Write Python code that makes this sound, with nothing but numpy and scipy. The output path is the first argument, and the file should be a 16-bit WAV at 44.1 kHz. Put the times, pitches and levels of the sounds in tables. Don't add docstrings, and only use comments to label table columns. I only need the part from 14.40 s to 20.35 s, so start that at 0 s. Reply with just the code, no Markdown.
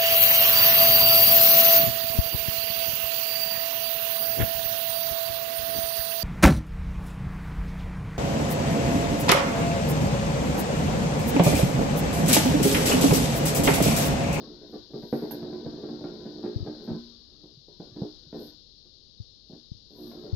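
import sys
import numpy as np
from scipy import signal
from scipy.fft import rfft, irfft
from scipy.io import wavfile
from scipy.ndimage import uniform_filter1d

SR = 44100
rng = np.random.default_rng(int(sys.argv[2]) if len(sys.argv) > 2 else 0)


def amp(db):
    return 10 ** (np.asarray(db, float) / 20)


def write(x):
    x = np.atleast_2d(x).T
    wavfile.write(sys.argv[1], SR, np.round(np.clip(x, -1, 1) * 32767).astype(np.int16))


N = 262395
TIME = np.arange(N) / SR


def evened(x):
    return x / np.sqrt(np.mean(x ** 2) + 1e-30)


def read(points, hz):
    f, *columns = np.transpose(points)
    return [np.interp(np.log(hz + 1), np.log(f + 1), c) for c in columns]


def follow(spans):
    s, *columns = np.transpose(np.concatenate(spans))
    is_open = sum((TIME >= rows[0][0]) & (TIME <= rows[-1][0]) for rows in spans)
    gate = uniform_filter1d(is_open * 1., 600)
    return gate, *[np.interp(TIME, s, c) for c in columns]


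def colour(x, points):
    count = x.shape[-1]
    gain_db = read(points, np.fft.rfftfreq(count, 1 / SR))[0]
    return irfft(rfft(x) * amp(gain_db), count)


def add(mix, s, sound):
    part = mix[..., max(round(s * SR), 0):][..., :sound.shape[-1]]
    part += sound[..., :part.shape[-1]]


def ring(modes, weight=1, detune=1):
    hz, db, t60 = np.transpose(modes)[:, :, None]
    t = np.arange(SR // 2) / SR
    decay = amp(db - 60 * t / t60) / np.sqrt(t60)
    out = weight * decay * np.sin(2 * np.pi * hz * detune * t)
    band_hz = [1.178 * hz.min(), 1.12 * hz.max()]
    out = signal.sosfilt(signal.butter(3, band_hz, "band", fs=SR, output="sos"), out)
    return out / np.linalg.norm(out)


def grit(count, per_s, spread_db):
    chance, size, sign = rng.random(count), rng.exponential(1, count), rng.standard_normal(count)
    return evened((chance < per_s / SR) * np.sign(sign) * amp(spread_db * np.minimum(size, 4)))


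def swing(db, hz, t60, rise_s, lead_rad=0):
    t = np.arange(SR // 8) / SR
    onset = 1 - np.exp(-(t / rise_s) ** 2)
    return onset * amp(db - 60 * (t / t60) ** 1.325) * np.sin(2 * np.pi * hz * t + lead_rad)


# (frequency [Hz], relative level [dB], t60 [s])
TRACK_MODES = [(115, -20, .08), (145, -17, .09), (175, -7, .16), (460, -13, .1), (493, -11, .15),
               (572, -12, .17), (630, -15, .13), (700, -17, .12), (757, -19, .15), (231, -2, .16),
               (236, -5, .65), (268, -12, .12), (304, -3, .2), (356, 0, .24), (414, -4, .17)]


def favour(favoured_hz):
    mode_hz = np.transpose(TRACK_MODES)[0][:, None]
    return 0.43 + np.exp(-(np.log(mode_hz / favoured_hz) / 0.3) ** 2)


# (frequency [Hz], relative level [dB], t60 [s])
WALL_MODES = [(712, 9, 0.03), (924.4, 3, 0.095), (1086, 2, 0.06), (1178, -16, 0.11), (1394, -2, 0.047),
              (1520, -4, 0.03), (1744, -8, 0.026), (1757, -18, 0.072), (2223, -17, 0.027),
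              (2570, -21, 0.022)]


def wall_patch():
    return ring(WALL_MODES, detune=1 + 0.073 * rng.standard_normal((len(WALL_MODES), 1))).sum(0)


# (time [s], drone drive level [dB])
ROLL_RUNS = [
    [(0.0, -44), (0.224, -48.5), (0.5, -65)],
    [(0.74, -49), (0.89, -41.5), (1.65, -39), (1.87, -44.5), (2.14, -42.5), (2.42, -45), (2.47, -43),
     (2.58, -56.5), (2.77, -68.5), (3.02, -59)],
    [(3.3, -67), (3.522, -57.5), (3.606, -46), (3.73, -66.5), (3.95, -64), (4.01, -48), (4.11, -51.5),
     (4.15, -70.5)],
    [(5.46, -79), (5.56, -48), (5.686, -47.5), (5.95, -42.5)],
]


def rolling():
    roll_hz = 328
    full_rattle_db, full_roll_db, rattle_slope = -66, -36, 0.47
    gate, drone_db = follow(ROLL_RUNS)
    rattle_db = full_rattle_db + rattle_slope * (drone_db - full_roll_db)
    taps = gate * amp(drone_db) * grit(N, 600, 3.5) * favour(roll_hz)
    out = signal.oaconvolve(taps, ring(TRACK_MODES), axes=1).sum(0)[:N]
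    ticks = gate * amp(rattle_db) * grit(N, 1500, 1.3)
    patch = (TIME / .09).astype(int) % 8
    for k in range(8):
        out += signal.oaconvolve(ticks * (patch == k), wall_patch())[:N]
    return out


# (time [s], boom peak [dB], favoured frequency [Hz], knock peak re boom [dB], rise [s])
PAW_BLOWS = [(0.026, -46.5, 230, -8, 0.0064), (0.212, -38, 414, -22.5, 0.008),
             (.328, -30, 374, -25.5, 0.0049), (.494, -38.5, 383, -27, 0.0059),
             (.535, -26, 370, -27.5, 0.0033), (0.563, -37, 340, -40, 0.0024),
             (0.625, -33, 420, -20, 0.0035), (0.727, -16, 436, -20, 0.0015),
             (.822, -23.5, 345, -23, 0.0036), (.85, -30.5, 362, -30, 0.0055),
             (.909, -33.5, 360, -5, 0.00086), (0.936, -30, 337, -29, 0.0023),
             (1.028, -29.5, 351, -17, 0.00096), (1.13, -29.5, 341, -17.5, 0.0014),
             (1.257, -26, 342, -25, 0.0057), (1.433, -34, 332, -17, 0.0043),
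             (1.488, -34, 232, -14.5, 0.00092), (1.642, -28, 333, -14.5, 0.002),
             (1.85, -29, 313, -23.5, 0.0057), (2.03, -23.5, 388, -23, 0.0066),
             (2.053, -32.5, 360, -14, 0.0045), (2.263, -24.5, 342, -21.5, 0.0052),
             (2.477, -24.5, 238, -22, 0.0022), (2.493, -24.5, 250, -26.5, 0.0044),
             (2.529, -29, 223, -26, 0.014), (3.033, -37, 303, -27.5, 0.0047),
             (3.087, -50, 350, -19, 0.0089), (3.283, -39, 369, -31, 0.0016),
             (3.401, -31.5, 400, -21, 0.0017), (3.465, -44, 230, -28, 0.0056),
             (3.562, -31, 335, -25, 0.0024), (3.59, -46, 325, -29, 0.0067),
             (3.618, -23.5, 330, -36.5, 0.0017), (3.928, -28, 362, -19, 0.0017),
             (3.954, -33, 345, -45, 0.0025), (3.994, -34.5, 408, -42, 0.0051),
             (4.447, -51, 400, -19, 0.0066), (5.097, -38, 225, -40, 0.0027),
             (5.124, -31.5, 231, -30, 0.0065), (5.506, -43, 353, -41, 0.0016),
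             (5.586, -34, 337, -49, 0.0027), (5.715, -41.5, 684, -9.5, 0.0019),
             (5.845, -35, 390, -43, 0.004)]


def blows():
    shudder_s = 0.023
    out, t = np.zeros(N), np.arange(SR // 5) / SR
    for s, boom_db, favoured_hz, hard_db, rise_s in PAW_BLOWS:
        onset = 1 - np.exp(-(t / max(rise_s, 3e-4)) ** 1.8)
        decay = np.exp(-(np.maximum(t - rise_s, 0) / shudder_s) ** 1.19)
        drive = onset * decay * grit(len(t), 900, 3.4)
        drive = drive / np.linalg.norm(drive)
        drive[0] = -1.1 * np.exp(-rise_s / 0.0034)
        place = amp(rng.normal(0, 1.5, (len(TRACK_MODES), 1))) * favour(favoured_hz)
        boom = signal.fftconvolve(drive, ring(TRACK_MODES, place).sum(0))
        knock = signal.fftconvolve(drive * np.exp(-t / 0.033), wall_patch())
        blow = boom / abs(boom).max() + amp(hard_db) * knock / abs(knock).max()
        add(out, s, amp(boom_db) * blow)
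    return out


# (time [s], swing level [dB], frequency [Hz], t60 parameter [s])
PAW_THUDS = [(0.636, -33.5, 178, 0.041), (0.729, -30.5, 140.3, 0.09), (1.021, -39.5, 147, 0.14),
             (2.532, -32.5, 170, 0.14), (3.173, -41.5, 138, 0.085), (3.398, -32.5, 176, 0.075),
             (3.521, -37, 116, 0.052), (3.561, -33, 161, 0.073), (3.619, -14.5, 172, 0.024),
             (3.867, -43.5, 150, 0.075)]


def thuds():
    out = np.zeros(N)
    for s, db, hz, t60 in PAW_THUDS:
        add(out, s - .002, swing(db, hz, t60, 0.0026))
    return out


def stroke(s, db, hold_s, rise_db_per_s, fall_db_per_s):
    build_db = abs(rise_db_per_s) * np.maximum(s - TIME, 0)
    release_db = abs(fall_db_per_s) * np.maximum(TIME - s - hold_s, 0)
    return amp(db - build_db - release_db)


# (frequency [Hz], relative level [dB])
SCRAPE_SPECTRUM = [(1500, -38), (3000, -17), (5200, -15.5), (7000, -24), (8200, -56), (9500, -20),
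                   (11000, -12.5), (12300, 1), (13200, 3), (13700, -59)]
# (time [s], peak drive level [dB], t60 [s])
SNAP = (.9095, -40.5, 0.045)
# (full-pressure time [s], drive level [dB], hold [s], rise [dB/s], fall [dB/s])
CLAW_STROKES = [(0.315, -75, .025, 398, 300), (0.632, -74.5, 0.079, 147, 98), (0.743, -59, 0.033, 311, 138),
                (0.916, -40, .001, 2497, 454), (2.444, -69.5, 0.0017, 1103, 545),
                (4.003, -60.5, 0.068, 450, 333), (5.577, -61.5, 0.12, 353, 176)]


def scrape(track):
    right_share = .8
    s, db, t60 = SNAP
    snap = (TIME > s) * amp(db - 60 * abs(TIME - s) / t60)
    claws = sum(stroke(*row) for row in CLAW_STROKES) + snap
    fizz = amp(-65.5) * abs(uniform_filter1d(track ** 2, 2000)) ** 0.19
    fine = np.array([grit(N, 6000, 1.5), grit(N, 6000, 1.5)])
    fine[0] = 0.23 * fine[1] + 0.97 * fine[0]
    sides = 2 * np.array([[1 - right_share], [right_share]])
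    drive = claws * sides + fizz * amp([[-1.5], [1.5]])
    return evened(colour(fine, SCRAPE_SPECTRUM)) * drive


# (time [s], left swing level [dB], frequency [Hz], t60 parameter [s])
FINGER_BUMPS = [(1.255, -39, 89, 0.17), (2.159, -12, 107, 0.045), (2.203, -21.5, 99, 0.065),
                (2.225, -15.5, 103, 0.031), (2.511, -27.5, 87, 0.064), (4.8, -19.5, 102, 0.055),
                (5.316, -12, 105, 0.018), (5.348, -36, 100, 0.059), (5.928, -13, 99, 0.069)]


def bumps():
    right_re_left_db = -10.5
    out = np.zeros((2, N))
    for s, db, hz, t60 in FINGER_BUMPS:
        left = -swing(db, hz, t60, .0025)
        right = swing(db + right_re_left_db, hz, t60, 0.0021, -1.1)
        add(out, s, np.array([left, right]))
    return out


# (frequency [Hz], t60 [s])
ECHO_DECAY = [(100, 0.16), (300, 0.17), (1000, 0.29), (4000, 0.92), (12000, 0.2)]


def room(x):
    taps = np.zeros((2, SR // 2))
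    at = np.arange(200, SR // 2 - 20, 20) + rng.integers(0, 20, (2, (SR // 2 - 201) // 20))
    np.put_along_axis(taps, at, rng.choice([-1., 1.], at.shape), 1)
    hz, t, z = signal.stft(taps, SR, nperseg=512)
    t60 = read(ECHO_DECAY, hz)[0][:, None]
    tail = signal.istft(z * amp(-60 * t / t60), SR, nperseg=512)[1]
    return signal.fftconvolve(x, tail / np.linalg.norm(tail[0]), axes=1)[:, :N]


# (frequency [Hz], relative level [dB])
HISS_SPECTRUM = [(2300, -57), (2700, -19.5), (3200, -9), (3800, 1.5), (4400, 3), (5200, -2), (6000, -15),
                 (7000, -24.5), (7600, -74)]


def hiss():
    rms_db = -48
    left = amp(rms_db) * evened(colour(rng.standard_normal(N), HISS_SPECTRUM))
    return np.array([left, np.zeros(N)])


# (frequency [Hz], left [dB per Hz], right [dB per Hz], likeness [0 to 1])
FLOOR_SPECTRUM = [(15, -86, -94, 0.4), (44, -73, -80.5, 0.096), (74, -81.5, -78.5, 0.38),
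                  (143.7, -81, -90, 0.17), (252, -88.5, -86, 0.048), (481, -91.5, -96.5, 0.83),
                  (790, -107, -109, 0.82), (1400, -114, -115, 0.68), (2600, -118, -118, 0.37),
                  (3840, -112, -110, 0), (5740, -117, -117, 0), (6900, -130, -130, 0.13),
                  (9050, -135, -133, 0.31), (12400, -126, -126, 0), (13400, -130, -130, 0),
                  (13800, -170, -170, 0.16)]


def floor():
    left_db, right_db, same = read(FLOOR_SPECTRUM, np.fft.rfftfreq(N, 1 / SR))
    a, b = rfft(rng.standard_normal((2, N))) * np.sqrt(SR / 2)
    same = np.clip(same, 0, 1)
    right = same * a + np.sqrt(1 - same ** 2) * b
    return irfft([a * amp(left_db), right * amp(right_db)], N)


def scene():
    track = rolling() + blows() + thuds()
    low = signal.sosfilt(signal.butter(2, 1200, fs=SR, output="sos"), track)
    treble = track - low
    claws = scrape(track)
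    wet = amp(-19) * track + amp(-1.5) * treble + amp(-10) * claws
    return track * amp([[-.4], [.4]]) + claws + room(wet) + bumps() + hiss() + floor()


def low_pass(x):
    return signal.sosfilt(signal.butter(12, 13890, fs=SR, output="sos"), x)


def record(dry):
    threshold_db, slope, most_cut_db, memory_s, edge_hz = -41.5, 0.47, -5.5, .07, 13000
    sensed = signal.sosfilt(signal.butter(2, 200, "high", fs=SR, output="sos"), dry)
    memory = np.exp(-1 / (memory_s * SR))
    power = signal.lfilter([1 - memory], [1, -memory], (sensed ** 2).mean(0), zi=[1e-4])[0]
    power_db = 10 * np.log10(power + 1e-12)
    expanded = dry * amp(np.clip(slope * (power_db - threshold_db), most_cut_db, 0))
    edge = signal.firwin(511, edge_hz, window=("kaiser", 9), fs=SR)
    return low_pass(signal.oaconvolve(expanded, edge[None], "same"))


dry = scene()
out = record(dry)
write(out)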